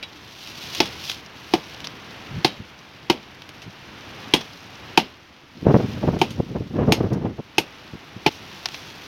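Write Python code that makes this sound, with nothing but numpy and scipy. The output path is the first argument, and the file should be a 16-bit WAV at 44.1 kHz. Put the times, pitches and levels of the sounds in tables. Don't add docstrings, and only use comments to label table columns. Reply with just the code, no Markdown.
import sys
import numpy as np
from scipy import signal
from scipy.fft import rfft, irfft
from scipy.io import wavfile
from scipy.ndimage import uniform_filter1d

SR = 44100
rng = np.random.default_rng(int(sys.argv[2]) if len(sys.argv) > 2 else 0)


def transcribe(signal):
    frames = np.atleast_2d(signal).T
    limited = np.clip(frames, -1, 1)
    pcm = np.round(limited * 32767).astype(np.int16)
    wavfile.write(sys.argv[1], SR, pcm)


N = 399973


def from_db(db):
    return 10 ** (np.asarray(db) / 20)


def unit_rms(x):
    return x / np.sqrt(np.mean(x ** 2) + 1e-20)


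def add(track, s, sound):
    start = max(round(s * SR), 0)
    track[start:start + len(sound)] += sound[:N - start]


def colour(spectrum, size, peak_hz=3000, peak_db=0):
    octave = np.log2(np.maximum(np.fft.rfftfreq(size, 1 / SR), 1))
    hz, db = np.transpose(spectrum)
    resonance = peak_db * np.exp(-((octave - np.log2(peak_hz)) / 0.28) ** 2)
    return from_db(np.interp(octave, np.log2(hz), db) + resonance)


def noise(spectrum, size):
    gain = colour(spectrum, size)
    return unit_rms(irfft(gain * np.exp(2j * np.pi * rng.random(len(gain))), size))


def crackle(envelope, spectrum, peak_hz=3000, peak_db=0, smooth_bins=400):
    push = rfft(rng.standard_normal(len(envelope)) * envelope, SR)
    push /= np.sqrt(uniform_filter1d(np.abs(push) ** 2, smooth_bins) + 1e-12)
    sound = irfft(push * colour(spectrum, SR, peak_hz, peak_db), SR)[:len(envelope)]
    return sound * np.linalg.norm(envelope) / np.linalg.norm(sound)


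def drift(rate):
    knots = np.arange(N) / SR * rate
    return unit_rms(np.interp(knots, np.arange(8192), rng.standard_normal(8192)))


def low_pass(x, hz):
    return signal.sosfilt(signal.butter(3, hz, fs=SR, output="sos"), x)


def burst(t, rise_s, t60):
    shape = (1 - np.exp(-(t / rise_s) ** 2)) * from_db(-60 * t / t60)
    return shape / shape.max()


def swell_db(s, rise_s, fall_s, hold_s=0):
    t = np.arange(N) / SR - s
    attack_db = 20 * np.minimum(t / rise_s, 0)
    release_db = -20 * np.maximum((t - hold_s) / fall_s, 0)
    return np.maximum(attack_db + release_db, -200)


# (time [s], level [dB])
HUSH_LEVELS = [(0, -46), (0.35, -47.5), (0.8, -39), (1.25, -45), (2.38, -41), (2.7, -47), (3.65, -46.5),
               (4.27, -40), (4.55, -46), (4.93, -41.5), (5.15, -50), (5.52, -51.5), (5.88, -42),
               (6.55, -50.5), (7.42, -51), (7.72, -45), (8.1, -46), (8.45, -43.5), (9.07, -43.5)]
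CALM_DB = -46


def wind_db():
    times, levels = np.transpose(HUSH_LEVELS)
    return np.interp(np.arange(N) / SR, times, levels) - CALM_DB


# (frequency [Hz], level [dB])
REED_SPECTRUM = [(180, -12), (300, -5.5), (494, -3.5), (546, -5.5), (737, -3), (801, -3), (915, -2.5),
                 (1720, -4), (2840, -4.5), (5340, -18), (6100, -22), (8090, -39.5), (12300, -35),
                 (15200, -49), (16000, -36)]


def reeds():
    return from_db(CALM_DB + wind_db()) * noise(REED_SPECTRUM, N)


# (frequency [Hz], level [dB])
LEAF_SPECTRUM = [(500, -31), (1500, -18.5), (2500, 0.5), (3400, 2.5), (4500, -0.5), (5800, -2), (7700, -21),
                 (10000, -20), (13000, -17), (16000, -21)]
# (peak time [s], level [dB], 20 dB rise [s], 20 dB fall [s])
RUSTLES = [(0.47, -43, .35, 0.12), (0.78, -34.5, 0.55, .26), (1.1, -31.5, 0.19, 0.11),
           (1.53, -45.5, 0.32, .8), (4.38, -49, 0.22, 0.83), (5.76, -47, 0.28, 1.7),
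           (6.31, -52, 0.18, 0.32), (6.97, -48.5, 0.37, 0.27), (8.29, -44, .09, 0.45),
           (8.78, -43.5, 0.67, 1.1)]


def leaves():
    stirred = from_db(-55 + 0.88 * wind_db())
    brushed_power = sum(from_db(db + swell_db(s, rise, fall)) ** 2 for s, db, rise, fall in RUSTLES)
    grains = from_db(drift(60) + 2 * drift(500))
    return np.sqrt(stirred ** 2 + brushed_power) * grains * noise(LEAF_SPECTRUM, N)


# (frequency [Hz], level [dB])
RUMBLE_SPECTRUM = [(20, -29), (40, -21), (70, -4.5), (120, -2), (200, -4.5), (330, -6.5), (500, -14.5),
                   (1000, -24.5), (4000, -70)]


def breeze():
    return from_db(-49.5 + 1.04 * wind_db() + 1.3 * drift(36)) * noise(RUMBLE_SPECTRUM, N)


# (frequency [Hz], level [dB])
CRACK_SPECTRUM = [(200, -14), (600, -1.5), (1100, -8), (1500, -4.5), (1750, -5), (2150, 1.5), (3000, 3.5),
                  (3700, -1), (4500, -2), (5300, -2.5), (6300, -15), (7500, -29.5), (16000, -28)]
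# (time [s], level [dB])
TAPS = [(0.0269, -28.5), (0.0321, -31.5)]


def taps():
    out, t = np.zeros(N), np.arange(SR // 4) / SR
    contact = burst(t, 0.0012, t60=0.049)
    for s, db in TAPS:
        add(out, s, from_db(db) * crackle(contact, CRACK_SPECTRUM, peak_hz=2420, peak_db=6))
    return out


# (frequency [Hz], level [dB], 60 dB decay time [s])
BLADE_MODES = [(2220, -5, .06), (2680, -8, .08), (3370, -8, 0.24), (3860, 2, 0.22), (4840, -7, 0.1),
               (8720, -11, .18)]
# (time [s], level [dB], favoured frequency [Hz], added damping by wood [dB/s])
RINGS = [(0.029, -22, 3900, 250), (0.029, -27, 3370, 408), (0.807, -21.5, 3370, 10), (2.448, -19, 3900, 10),
         (4.339, -17, 3370, 10), (4.337, -24, 8720, 100), (4.976, -27, 2520, 10)]


def blade_rings():
    out, t = np.zeros(N), np.arange(SR // 4) / SR
    for s, db, favoured_hz, damping in RINGS:
        for hz, mode_db, t60 in BLADE_MODES:
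            coupling_db = -26 * abs(np.log2(hz / favoured_hz)) ** 0.2
            decay_db = -(60 / t60 + damping) * t
            add(out, s, from_db(db + mode_db + coupling_db + decay_db) * np.sin(2 * np.pi * hz * t))
    return out


# (frequency [Hz], level [dB])
TICK_SPECTRUM = [(200, -27), (700, 2.5), (1200, -2), (3000, 2.5), (5800, 0), (7600, -26), (16000, -26)]
TWIGS_PER_S, TWIG_DB, TWIG_SPREAD_DB = 5, -40, 3


def twigs():
    out, t = np.zeros(N), np.arange(SR // 20) / SR
    strength_db = wind_db()
    impulse = burst(t, 0.00015, t60=0.014)
    for when, size, octaves in rng.random((int(TWIGS_PER_S * N / SR), 3)):
        db = TWIG_DB + TWIG_SPREAD_DB * (2 * size - 1) + strength_db[int(when * N)]
        tick = crackle(impulse, TICK_SPECTRUM, 3000 * 2 ** octaves, peak_db=7.5)
        add(out, when * N / SR, from_db(db) * tick)
    return out


# (frequency [Hz], level [dB])
FIZZ_SPECTRUM = [(2000, -41), (6500, 17), (7700, -1), (8700, 8), (10000, 3), (13000, 6.5), (16000, -11)]
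# (time [s], level [dB], resonance [Hz], 60 dB decay time [s], fizz relative to body [dB])
TICKS = [(0.474, -29.5, 3200, 0.013, -16), (0.749, -23.5, 3000, 0.014, -7.5),
         (0.856, -26.5, 3400, 0.033, -14), (1.0975, -16.5, 3380, 0.019, -17),
         (1.1153, -25, 3000, 0.021, -11), (1.261, -38.5, 5370, .03, -16), (1.745, -32, 3200, 0.02, -24),
         (1.8038, -27, 2900, 0.0073, -15), (1.8434, -27.5, 3500, 0.069, -19),
         (1.8714, -20, 5030, 0.0092, -24), (3.4194, -32, 3200, 0.015, -23),
         (3.491, -32.5, 2700, .02, -11.5), (3.6186, -38.5, 2600, 0.14, -17),
         (4.409, -29.5, 1000, 0.046, -20), (6.189, -39.5, 3300, 0.21, -8),
         (6.305, -36.5, 3160, 0.094, -8.5), (7.13, -41.5, 5700, .072, -6),
         (8.6569, -13.5, 4930, 0.018, -22), (8.687, -26.5, 3260, 0.013, -16.5),
         (8.7434, -26.5, 2600, .045, -31)]


def ticks():
    out, t = np.zeros(N), np.arange(SR // 4) / SR
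    for s, db, peak_hz, t60, fizz_db in TICKS:
        impulse = burst(t, 0.00021, t60)
        body = crackle(impulse, TICK_SPECTRUM, peak_hz, peak_db=7)
        fizz = from_db(fizz_db) * crackle(impulse, FIZZ_SPECTRUM)
        add(out, s, from_db(db) * (body + fizz))
    return out


# (nominal frequency [Hz], level [dB], time to peak [s])
THUD_MODES = [(161.5, -12, 0.00515), (260, -9.5, 0.0028), (357.4, -0.5, 0.00346), (466, -13.5, 0.00384)]
# (nominal frequency [Hz], level [dB], time to peak [s])
KNOCK_MODES = [(766, -2, 0.00293), (905, -3.5, 0.00309), (1056, -10.5, 0.001907)]


def trunk(t, modes, pitch):
    out = np.zeros(len(t))
    for hz, db, peak_s in modes:
        envelope = (t / peak_s * np.exp(1 - t / peak_s)) ** 1.38
        out += from_db(db) * envelope * np.sin(2 * np.pi * hz * pitch * (t - peak_s))
    return out


def scatter(sound, t, t60):
    response = rng.standard_normal(len(t)) * burst(t, 0.0025, t60)
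    spray = signal.fftconvolve(sound, response)[:len(t)]
    return spray * np.linalg.norm(sound) / np.linalg.norm(spray)


# (frequency [Hz], level [dB])
SHUDDER_SPECTRUM = [(50, -17), (120, -10.5), (200, 0.5), (330, -4), (550, -8.5), (1200, -15.5), (5000, -64)]
# (time [s], crack [dB], thud [dB], knock [dB], fizz [dB], crack resonance [Hz],
# resonance gain [dB], scatter relative to blow [dB], bite rise [s], knock pitch [ratio])
CHOPS = [(0.8025, -8, -9.5, -13, -30, 5360, 5, -9, 0.0009, .96),
         (1.5364, -13, -8.5, -11, -34, 3000, -2, -7.5, .0009, 0.98),
         (2.4461, -6.5, -11.5, -11, -27, 4240, 7, -8, 0.00057, 0.97),
         (3.0982, -10, -9.5, -12.5, -29.5, 3200, 3, -6.5, 0.0014, 1.06),
         (4.3370, -3.5, -8.5, -15, -22, 3150, 8.5, -9, 0.00058, 1.11),
         (4.9748, -3.5, -9.5, -6, -26, 2680, 5.5, -8.5, 0.00044, 1.017),
         (6.2145, -12, -11, -9.5, -30.5, 2700, 10, -7, 0.00088, 0.99),
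         (6.9215, -8, -11, -13.5, -20.5, 2730, 1.5, -8, 0.00068, 0.93),
         (7.5813, -7.5, -13.5, -14, -22.5, 2700, 8, -10.5, 0.00099, .98),
         (8.2615, -11.5, -10.5, -11.5, -37, 2430, 6.5, -3.5, 0.0024, 0.96)]
CHOPS_END_S = 8.293


def chops():
    out, t = np.zeros(N), np.arange(SR // 2) / SR
    for s, crack_db, thud_db, knock_db, fizz_db, peak_hz, peak_db, scatter_db, rise_s, pitch in CHOPS:
        bite = burst(t, rise_s, t60=0.017 + 10 * rise_s)
        crack = from_db(crack_db) * crackle(bite, CRACK_SPECTRUM, peak_hz, peak_db, smooth_bins=700)
        fizz = from_db(fizz_db) * crackle(bite ** 2 + 0.28 * burst(t, 0.0031, t60=0.11), FIZZ_SPECTRUM)
        thud = from_db(thud_db) * trunk(t, THUD_MODES, pitch=0.97)
        knock = from_db(knock_db) * trunk(t, KNOCK_MODES, pitch)
        tail = burst(t, 0.0043, t60=0.1) + from_db(-22) * burst(t, 0.018, t60=0.41)
        grit = from_db(2.4 * drift(927)[:len(t)])
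        splinters = crackle(tail * grit, CRACK_SPECTRUM, peak_hz, peak_db / 2)
        splinters *= from_db(crack_db + scatter_db - 6.5)
        shudder = from_db(thud_db - 17) * noise(SHUDDER_SPECTRUM, len(t)) * burst(t, 0.0036, t60=0.26)
        echoes = from_db(scatter_db) * scatter(thud + knock, t, t60=0.088)
        add(out, s, crack + fizz + thud + knock + splinters + shudder + echoes)
    return out * np.clip((CHOPS_END_S - np.arange(N) / SR) / 0.0012, 0, 1)


# (frequency [Hz], level [dB])
TURBULENCE_SPECTRUM = [(12, -56), (25, -37), (50, -11), (110, 1), (190, -0.5), (300, -4), (450, -4.5),
                       (700, -11), (1400, -24), (3000, -37), (6000, -70), (11000, -100)]
# (time [s], level [dB], Gaussian half width [s], low-pass cutoff [Hz])
EDDIES = [(2.336, -32, 0.02, 149), (2.376, -26, 0.013, 160), (2.607, -32, 0.0098, 236),
          (3.676, -34, .011, 230), (5.628, -23, 0.0028, 350), (5.668, -4.5, 0.0026, 935),
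          (5.704, -12.5, .009, 1700), (5.744, -3, .0017, 2500), (5.753, -6.5, 0.0021, 2500),
          (5.766, -10, 0.0025, 700), (5.799, -21, .0044, 900), (5.846, -14.5, 0.0035, 280),
          (6.045, -19.5, .0072, 1000), (6.084, -14, 0.0081, 1830), (6.402, -11.5, 0.0028, 775),
          (6.562, -21.5, .008, 2000), (6.609, -20.5, 0.0036, 400), (6.89, -14, .011, 1175),
          (7.007, -17.5, 0.003, 2000), (7.122, -17.5, .004, 800), (7.253, -20, 0.0076, 900),
          (7.394, -25.5, 0.0078, 1170), (7.945, -31, 0.0096, 336), (8.168, -31, 0.0046, 297)]


def eddies():
    out, t = np.zeros(N), np.arange(SR // 5) / SR
    middle = t[-1] / 2
    for s, db, half_s, cutoff_hz in EDDIES:
        swell = np.exp(-((t - middle) / half_s) ** 2 / 2)
        pulse = low_pass(crackle(swell, TURBULENCE_SPECTRUM, smooth_bins=120), cutoff_hz)
        add(out, s - middle, from_db(db) * pulse * np.linalg.norm(swell) / np.linalg.norm(pulse))
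    return out


# (peak time [s], duration [s], level [dB], 20 dB release [s])
GUSTS = [(5.688, 0.097, -20, .14), (5.89, .12, -30.5, 0.8), (6.038, 0.13, -24.5, 0.23),
         (6.373, 0.043, -29.5, 0.08), (6.507, 0.11, -31.5, 0.2), (6.787, 0.12, -19, 0.09),
         (6.977, 0.3, -23, 0.1)]
GUST_ATTACK_S, GUST_SAG_DB_PER_S = 0.089, 9.5
FLUTTER_DB, FLUTTER_PER_S = 3, 90
BRIGHT_ABOVE_DB, SOFT_CUTOFF_HZ = -27, 343


def gusts():
    t = np.arange(N) / SR
    each_db = []
    for s, hold_s, db, release_s in GUSTS:
        sag_db = GUST_SAG_DB_PER_S * np.clip(t - s, 0, hold_s)
        each_db.append(db + swell_db(s, GUST_ATTACK_S, release_s, hold_s) - sag_db)
    force = from_db(np.max(each_db, axis=0) + FLUTTER_DB * drift(FLUTTER_PER_S))
    brightness = 1 / (1 + (from_db(BRIGHT_ABOVE_DB) / (force + 1e-6)) ** 1.44)
    soft = unit_rms(low_pass(noise(TURBULENCE_SPECTRUM, N), SOFT_CUTOFF_HZ))
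    bright = noise(TURBULENCE_SPECTRUM, N)
    return force * (np.sqrt(1 - brightness ** 2) * soft + brightness * bright)


def scene():
    mix = reeds() + leaves() + breeze() + taps() + blade_rings() + twigs() + ticks() + chops()
    return (mix + eddies() + gusts())[None]


def record(dry):
    saturated = dry / (1 + np.abs(dry) ** 6) ** (1 / 6)
    return signal.sosfilt(signal.ellip(10, 0.1, 80, 16000, fs=SR, output="sos"), saturated)


dry = scene()
out = record(dry)
transcribe(out)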